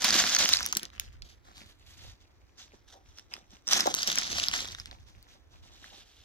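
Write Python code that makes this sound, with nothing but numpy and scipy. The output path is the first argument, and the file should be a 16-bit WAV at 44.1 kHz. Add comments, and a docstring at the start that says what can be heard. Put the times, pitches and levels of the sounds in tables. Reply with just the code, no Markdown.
"""Dog chasing about a walled yard at night

A dog runs over gravel under thin fresh snow: each step is grains set ringing, gravel bright and snow dull.
Near, its paws scatter stones that crunch and click, as short bursts into resonances, and its pads thud.
Far off the grains merge, and each step is a soft short hiss. Walls and fences scatter a little of it back.
Light wind, lumpy low noise, rumbles on the two microphone ports over a faint night floor of shaped noise."""
import sys
import numpy as np
from scipy import signal
from scipy.fft import rfft, irfft
from scipy.io import wavfile

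SR = 44100
rng = np.random.default_rng(int(sys.argv[2]) if len(sys.argv) > 2 else 0)


def pcm_store(signal):
    """Save signal as 16-bit PCM."""
    levels = np.round(np.clip(np.atleast_2d(signal), -1, 1) * 32767)
    wavfile.write(sys.argv[1], SR, levels.astype(np.int16).T)


def level_to_linear(level):
    """Convert decibel levels to linear amplitude factors, elementwise."""
    exponent = np.asarray(level, float) / 20
    return 10 ** exponent


N = 275184
TIME = np.arange(N) / SR
LOW_EXTRA_LAG_MS = 0.26   # long waves bend round the body and lag more


def rms_one(x):
    """Scale to rms 1, all channels together."""
    return x / np.sqrt(np.mean(x ** 2) + 1e-20)


def peak_one(x):
    """Scale each row to peak 1."""
    return x / np.abs(x).max(axis=-1, keepdims=True)


def in_time(rows):
    """Each column after the first, the time, as a curve over all samples."""
    s, *columns = np.transpose(rows)
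    return [np.interp(TIME, s, column) for column in columns]


def drift(corner_hz):
    """Slow chance of spread 1: noise through two equal poles, made at a fortieth of the sample rate."""
    pole = np.exp(-80 * np.pi * corner_hz / SR)
    white = rng.standard_normal(N // 40 + 2002)
    slow = signal.lfilter([1], [1, -2 * pole, pole * pole], white)[2000:]
    return np.interp(np.arange(N) / 40, np.arange(len(slow)), rms_one(slow))


def ring(x, hz, cycles):
    """A resonance that dies by 60 dB in so many cycles; a unit click rings at height about 1."""
    pole = level_to_linear(-60 * hz / (cycles * SR))
    w = 2 * np.pi * hz / SR
    return signal.lfilter([0, np.sin(w)], [1, -2 * pole * np.cos(w), pole * pole], x + 1e-18)


def above(x, hz):
    """Steep high-pass."""
    return signal.sosfilt(signal.butter(4, hz, "high", fs=SR, output="sos"), x)


def band(x, order, low_hz, high_hz):
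    """Band-pass."""
    return signal.sosfilt(signal.butter(order, [low_hz, high_hz], "band", fs=SR, output="sos"), x)


def colour(x, spectrum):
    """Filter by a curve of (Hz, dB) points, read on a log-frequency axis."""
    hz = np.maximum(np.fft.rfftfreq(N, 1 / SR), 1)
    point_hz, point_db = np.transpose(spectrum)
    return irfft(rfft(x) * level_to_linear(np.interp(np.log(hz), np.log(point_hz), point_db)), N)


def at_ports(x, lag_ms):
    """Sound from one side reaches the right port a little later than the left."""
    return np.array([x, np.interp(TIME - lag_ms / 1000, TIME, x)])


def grains(per_s, spread_db, low_hz, high_hz, cycles, crack_db, count):
    """Random clicks of uneven size: each is a broad crack plus a ring in one of several resonances."""
    sizes = level_to_linear(spread_db * np.minimum(rng.exponential(1, N), 4)) * rng.choice([-1, 1], N)
    clicks = sizes * (rng.random(N) < per_s / SR) / np.sqrt(per_s)
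    dealt = rng.integers(0, count, N)
    rings = 0
    for k, hz in enumerate(np.geomspace(low_hz, high_hz, count)):
        # grains of each size come and go on their own, so the colour shifts
        presence = hz * level_to_linear(4.9 * drift(13))
        rings = rings + presence * ring(clicks * (dealt == k), hz, cycles)
    scrape = irfft(np.exp(2j * np.pi * rng.random(20)))   # a contact lasts about a millisecond
    cracks = np.convolve(clicks, scrape, "same")
    return rms_one(rings) + level_to_linear(crack_db) * rms_one(cracks)


def knock(burst_ms):
    """Ragged bursts, one per row: the contact builds, peaks after burst_ms, then lets go."""
    t = np.arange(4096) / (np.reshape(burst_ms, (-1, 1)) * SR / 1000)
    return rng.standard_normal(t.shape) * t * np.exp(-t)


def lay(times, peaks_db, sounds):
    """Place each sound at its start time and peak height."""
    out = np.zeros(N + sounds.shape[1])
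    for s, db, sound in zip(times, peaks_db, peak_one(sounds)):
        out[round(s * SR):][:len(sound)] += level_to_linear(db) * sound
    return out[:N]


def footfalls():
    """Gravel and snow levels in dB: steps swell, sag under the weight, die as the paw lifts; powers add."""
    # Each paw coming down. Each row: landing in seconds, press in seconds, gravel crunch in dB,
    # snow squeeze in dB.
    steps = [(.01, 0.021, -34.5, -42.5), (0.044, 0.048, -26, -34), (0.131, 0.075, -22.5, -30.5),
             (0.249, 0.1, -28, -37.5), (0.392, 0.05, -25.5, -35), (0.482, .07, -31.5, -44.5),
             (0.588, 0.078, -39.5, -45.5), (0.679, .05, -50.5, -51), (0.762, 0.026, -52, -46),
             (.82, 0.022, -53.5, -50.5), (0.936, 0.023, -61, -57.5), (1.012, 0.038, -56.5, -57.5),
             (1.129, 0.012, -66.5, -58.5), (1.251, 0.071, -59, -66), (1.451, 0.15, -63, -61.5),
             (1.56, 0.058, -54.5, -56.5), (1.66, .05, -59.5, -69), (1.79, 0.1, -69, -73),
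             (1.869, 0.075, -57, -69.5), (1.977, 0.13, -55, -60.5), (2.208, 0.019, -65.5, -69),
             (2.586, 0.044, -52, -62), (2.732, 0.022, -65, -67), (2.884, 0.053, -58.5, -67.5),
             (3.06, .09, -68, -79), (3.173, 0.018, -57, -67), (3.313, 0.071, -57.5, -55),
             (3.508, .05, -59, -60), (3.681, .02, -41, -44.5), (3.712, 0.086, -26.5, -33.5),
             (3.86, 0.062, -39.5, -43.5), (3.972, 0.059, -33, -45.5), (4.074, 0.043, -31, -39),
             (4.173, .1, -35.5, -44), (4.301, .14, -35, -40.5), (4.458, 0.055, -42.5, -50),
             (4.533, 0.028, -33, -46), (4.564, 0.052, -36, -43.5), (4.66, 0.057, -46.5, -53.5),
             (4.779, 0.029, -52.5, -57.5), (4.858, 0.024, -61, -55), (4.916, 0.023, -62, -56),
             (4.98, .04, -66.5, -70), (5.072, 0.028, -61, -63), (5.152, 0.096, -69, -62.5),
             (5.286, 0.06, -62, -64.5), (5.52, 0.064, -66, -63), (5.632, 0.052, -61.5, -58.5),
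             (5.721, 0.18, -59, -65), (5.828, 0.072, -57, -59), (5.931, 0.085, -56.5, -62.5),
             (6.06, .2, -62, -87)]
    lands, presses, crunch_db, squeeze_db = np.transpose(steps)[:, :, None]
    settling_db = -77.5   # loose grit never lies quite still
    coarse = TIME[::40]
    t = coarse - lands
    curves = []
    # rise, sag and release in dB per s
    for step_db, rise, sag, release in [(crunch_db, 1100, 9.6, 300), (squeeze_db, 1500, 41, 200)]:
        loss_db = rise * np.maximum(-t, 0) + sag * np.clip(t, 0, presses)
        loss_db = loss_db + release * np.maximum(t - presses, 0)
        power = np.sum(level_to_linear(step_db - loss_db) ** 2, axis=0) + level_to_linear(settling_db) ** 2
        curves.append(np.interp(TIME, coarse, 10 * np.log10(power)))
    return curves


def gravel(level_db, lag_ms, distance, sheen_db):
    """Three patches under the paws, each from its own direction; from afar the grains merge into hiss."""
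    # Colour of the gravel. Each row: frequency in Hz, relative level in dB.
    gravel_colour = [(410, -15.5), (700, 2.5), (865, -5.5), (1000, -2.5), (1680, 2), (2180, 1), (2880, 0),
                     (3650, 4), (6300, 4), (9220, -14.5), (14500, -11), (16500, -64.5)]
    busy = np.maximum(450 * level_to_linear(0.5 * (level_db + 25)), 90)   # a harder scramble moves more stones
    out = 0
    for offset_ms in (-0.05, 0, 0.05):
        # stones give way in clumps, evened out beyond 5.4 m
        clumps = level_to_linear(3.2 * drift(60) * np.minimum(5.4 / distance, 1))
        bed = grains(busy * distance ** 2 * clumps, spread_db=2.2, low_hz=800, high_hz=15800,
                     cycles=3.1, crack_db=2, count=10)
        patch = clumps * rms_one(colour(bed, gravel_colour))
        out = out + at_ports(patch, lag_ms + offset_ms)
    sheen = above(out, 5200) * (level_to_linear(sheen_db) - 1)   # the treble brightens and dulls
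    return level_to_linear(level_db) * rms_one(out + sheen)


def stones(lag_ms):
    """Single stones knock together: each has its own short ring, a broad click and a treble crack."""
    # Each row: start in seconds, peak in dB before the last high-pass, ring in Hz,
    # treble crack relative to the ring in dB.
    knocks = [(0.0201, -17, 6300, -17.5), (0.0446, -1, 4640, 1), (.0808, -14, 6020, -20),
              (0.0977, -16.5, 3456, -17.5), (0.106, -5, 4540, -23.5), (0.191, -14, 4570, -15),
              (.2391, -11.5, 4230, -21), (0.3488, -3, 6075, -22), (0.3633, -9.5, 5920, -18.5),
              (0.3659, -10.5, 4384, -26.5), (0.387, -7.5, 6040, -3.5), (0.4531, -11, 5550, -23.5),
              (0.4574, -11.5, 2890, -18.5), (0.4901, -7, 4840, -5.5), (0.5325, -5, 4646, -24.5),
              (0.5363, -2, 4100, -23), (0.5473, -15, 4780, -8), (0.5581, -17.5, 4410, -36),
              (0.5701, -13.5, 4930, -30), (0.5891, -15.5, 3520, -25), (0.6062, -17, 1770, -6.5),
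              (0.6289, -18.5, 5400, -22.5), (0.654, -21.5, 5800, -27.5), (0.6622, -7, 6060, 2.5),
              (0.6877, -25, 6500, -28.5), (0.7255, -13, 6250, -16), (0.729, -18.5, 1430, -5),
              (0.751, -18.5, 5700, -44.5), (0.7695, -2, 6240, 7), (0.7735, -15.5, 6330, -2.5),
              (0.7951, -26.5, 3040, -4.5), (0.8311, -19, 5400, -1.5), (0.846, -41.5, 3500, -17),
              (0.853, -24.5, 5280, -28), (0.9016, -41, 3580, -30), (0.9974, -10.5, 6400, 1.5),
              (1.221, -30.5, 4530, -35), (1.226, -40.5, 3550, -22), (1.5702, -35.5, 3770, -24),
              (3.174, -45, 5500, -18), (3.185, -33, 5200, -27), (3.195, -35, 5420, -28),
              (3.3375, -22, 5400, -29.5), (3.339, -27.5, 2520, -25.5), (3.3656, -33, 2450, -31),
              (3.6714, -24, 5380, -25), (3.678, -16, 5540, -30), (3.6875, -14.5, 5500, -31),
              (3.7158, -14.5, 5440, -26.5), (3.7325, -6, 5600, -36), (3.7521, -16, 5430, -33),
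              (3.8058, -8, 5090, -10), (3.869, -13, 6200, -12), (3.909, -32, 3250, -26),
              (3.9408, -9, 6130, -22.5), (3.9482, -12, 6500, 0), (3.9568, -25, 5640, -23),
              (3.987, -18, 4500, -15), (4.0306, -9.5, 4800, -14), (4.074, -8.5, 5500, -1),
              (4.0888, -26, 4430, -14.5), (4.1, -19, 3480, -17.5), (4.116, -15, 3460, -1.5),
              (4.1563, -15, 6540, -12), (4.1747, -17, 5460, -27), (4.185, -7.5, 5400, -14.5),
              (4.329, -19.5, 3680, -30), (4.3983, -13, 4700, -29), (4.4378, -13.5, 3800, -37.5),
              (4.484, -8.5, 5440, -16.5), (4.5137, -18, 3070, -23), (4.535, -24, 5540, -27),
              (4.538, -12.5, 2010, -22), (4.6051, -17, 4170, -21), (4.654, -25, 3610, -27),
              (4.6858, -30.5, 3650, -30), (4.7213, -30.5, 4960, -31), (4.7486, -24.5, 3860, -41),
              (4.785, -35.5, 1660, -34), (4.799, -25.5, 5190, -40), (4.8579, -25.5, 5070, -45),
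              (4.8707, -38, 4130, -30), (4.912, -32.5, 4070, -41), (5.2269, -32.5, 4580, 13),
              (5.8421, -35.5, 1920, -30)]
    s, peak_db, hz, crack_db = np.transpose(knocks)
    ring_s, broad_db = 0.0046, -3
    bursts = knock(np.full(len(s), 0.33))
    rings = np.array([ring(burst, f, f * ring_s) for burst, f in zip(bursts, hz)])
    broad = band(knock(np.full(len(s), 0.078)), 4, 1300, 7000)
    cracks = above(bursts, 10000)
    sounds = peak_one(rings) + level_to_linear(broad_db) * peak_one(broad)
    sounds = sounds + level_to_linear(crack_db[:, None]) * peak_one(cracks)
    return at_ports(above(lay(s, peak_db, sounds), 1000), lag_ms)


def pebbles(level_db, lag_ms, distance, usual_hz):
    """Small stones chink in flurries through paired resonances; those near the usual pitch are loudest."""
    under_crunch_db = -5
    rate = 190 * distance * level_to_linear(3 * drift(25))   # per s, more of them for each metre of distance
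    sizes = level_to_linear(3 * np.minimum(rng.exponential(1, N), 3))
    clicks = sizes * (rng.random(N) < rate / SR)
    dealt = rng.integers(0, 12, N)
    chinks = 0
    for k, hz in enumerate(np.geomspace(2800, 6600, 12)):
        # two resonances in a row let a chink swell and die in a millisecond or two
        chink = ring(ring(clicks * (dealt == k), hz, 6), hz, 6)
        chinks = chinks + level_to_linear(-30 * np.log2(hz / usual_hz) ** 2) * rms_one(chink)
    return level_to_linear(level_db + under_crunch_db) * at_ports(rms_one(above(chinks, 2000)), lag_ms)


def quick_echo(x, share):
    """A surface close to the microphone returns an inverted echo that hollows 2.3 and 4.6 kHz."""
    echo = np.roll(x, round(0.44 * SR / 1000), axis=1)   # 0.44 ms late
    return (x - share * echo) / np.sqrt(1 + share ** 2)


def snow(level_db, lag_ms):
    """Snow packs under the pads in duller, larger creaks."""
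    # Colour of the snow. Each row: frequency in Hz, relative level in dB.
    snow_colour = [(120, -4.5), (220, 6), (450, -1), (800, 5), (1400, 1), (2200, 2)]
    creaks = grains(900 * level_to_linear(2.9 * drift(25)), spread_db=3.4, low_hz=151, high_hz=2450,
                    cycles=5.3, crack_db=-30.5, count=8)
    creaks = rms_one(colour(creaks, snow_colour))
    return level_to_linear(level_db) * at_ports(creaks, lag_ms + LOW_EXTRA_LAG_MS)


def thuds(lag_ms):
    """A pad lands hard or slides: a dull burst into a low, wide ring, with little below half its pitch."""
    # Each row: start in seconds, peak in dB, ring in Hz, contact in ms.
    landings = [(0.767, -34.5, 248, 0.067), (2.733, -47.5, 317, 3.8), (2.925, -50.5, 710, 23),
                (3.8563, -18, 700, 1.6), (3.8632, -25, 800, 1.2), (3.8689, -14, 870, 2.7),
                (3.870, -29, 400, 2.2), (3.892, -38, 410, 3.5), (3.895, -31.5, 700, 7.6),
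                (5.905, -50, 800, 17)]
    s, peak_db, hz, burst_ms = np.transpose(landings)
    ring_s = 0.011
    dull = signal.sosfilt(signal.butter(2, 1400, fs=SR, output="sos"), knock(burst_ms))
    rings = np.array([above(ring(burst, f, f * ring_s), f / 2) for burst, f in zip(dull, hz)])
    return at_ports(lay(s, peak_db, rings), lag_ms + LOW_EXTRA_LAG_MS)


def yard(x):
    """A short dull scatter off fences and walls, decaying noise that differs at each port."""
    t60_s, scatter_db = 0.098, -17.5
    t = TIME[:round(0.25 * SR)]
    dull = signal.lfilter([0.5], [1, -0.5], rng.standard_normal((2, len(t))))
    scatter = dull * level_to_linear(-60 * t / t60_s) * (t > 0.004)
    scatter *= level_to_linear(scatter_db) / np.sqrt(np.sum(scatter ** 2, axis=1, keepdims=True))
    return signal.fftconvolve(x, scatter, axes=1)[:, :N]


def wind():
    """Lumpy low noise, partly its own at each port; a little higher up both ports move together."""
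    # Slow level curve of the low wind noise. Each row: time in seconds, level in dB before the lumps.
    wind_level = [(0.0, -66), (0.05, -54.5), (0.5, -57), (0.61, -47.5), (0.71, -63), (1.22, -49.5),
                  (1.29, -61), (2.03, -56), (2.05, -50), (2.19, -63), (3.63, -63), (4.24, -57.5),
                  (4.34, -49.5), (5.13, -54), (5.39, -64.5), (5.56, -55), (6.24, -66.5)]
    white = rng.standard_normal((3, N))
    own = band(white[:2], 2, 34, 70)
    shared = band(white[2], 2, 55, 105)
    lumps_db = 2.2 * drift(7)
    return level_to_linear(in_time(wind_level)[0] + lumps_db) * rms_one(own + 0.51 * shared)


def night():
    """A faint steady floor: shaped noise, partly shared by the two ports."""
    # Colour of the night floor. Each row: frequency in Hz, relative level in dB.
    night_colour = [(100, -40.5), (141, -10), (297, 6), (496, -1), (2360, -9), (5790, -51), (7650, -32),
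                    (14800, -25.5)]
    hush = rng.standard_normal((3, N))
    return level_to_linear(-69.5) * rms_one(colour(hush[:2] + 0.51 * hush[2], night_colour))


def scene():
    """The dog, its scatter off the yard, the night and the wind at the two ports."""
    # Where the dog is. Each row: time in seconds, lag of the right port behind the left in ms,
    # distance in metres, treble sheen of the crunch above 5.2 kHz in dB,
    # share of the quick echo from 0 to 1, usual pitch of the pebbles there in Hz.
    path = [(0, 0.03, 2.1, 1, 0, 4860), (.5, 0.07, 2, -3.5, 0, 4900), (1.0, 0.39, 4, 1.5, 0, 5300),
            (1.8, 0.11, 6, 5.5, 0.03, 4106), (2.6, 0.099, 5, -3, 0, 3970), (2.9, .03, 4.6, 2.5, 0.36, 5600),
            (3.2, 0.074, 3.7, 0, 0.33, 5296), (3.7, 0.11, 2.1, 1, 0.26, 5680),
            (4.0, 0.25, 1.8, -2.5, 0.15, 5230), (4.35, 0.27, 2.5, -3.5, 0, 3800),
            (4.75, 0.19, 3.5, 1, 0.15, 4530), (6.24, 0.044, 9.9, 2.5, 0.14, 3700)]
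    lag_ms, distance, sheen_db, echo_share, pebble_hz = in_time(path)
    crunch_db, squeeze_db = footfalls()
    grit = gravel(crunch_db, lag_ms, distance, sheen_db) + stones(lag_ms)
    grit = grit + pebbles(crunch_db, lag_ms, distance, pebble_hz)
    dog = quick_echo(grit, echo_share) + snow(squeeze_db, lag_ms) + thuds(lag_ms)
    return dog + yard(dog) + night() + wind()


def low_pass(x):
    """Removes everything above the highest recorded frequency."""
    return signal.sosfilt(signal.butter(12, 17000, fs=SR, output="sos"), x)


def record(dry):
    """The two ports differ in colour, peaks are rounded and the top is cut."""
    # Difference between the ports. Each row: frequency in Hz, left over right in dB.
    port_colour = [(60, -2), (300, -3.5), (650, 0), (2100, 2), (3000, -3.5), (5600, -3.5), (6900, 1.5),
                   (7900, 2), (9400, 2.5), (12000, -2.5)]
    half = np.array(port_colour) * [1, 0.5]   # each port takes half the difference
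    ports = np.array([colour(dry[0], half), colour(dry[1], half * [1, -1])])
    ports = 0.8 * np.tanh(ports / 0.8)
    ports = signal.sosfilt(signal.butter(10, 15600, fs=SR, output="sos"), ports)
    return low_pass(ports)


dry = scene()
out = record(dry)
pcm_store(out)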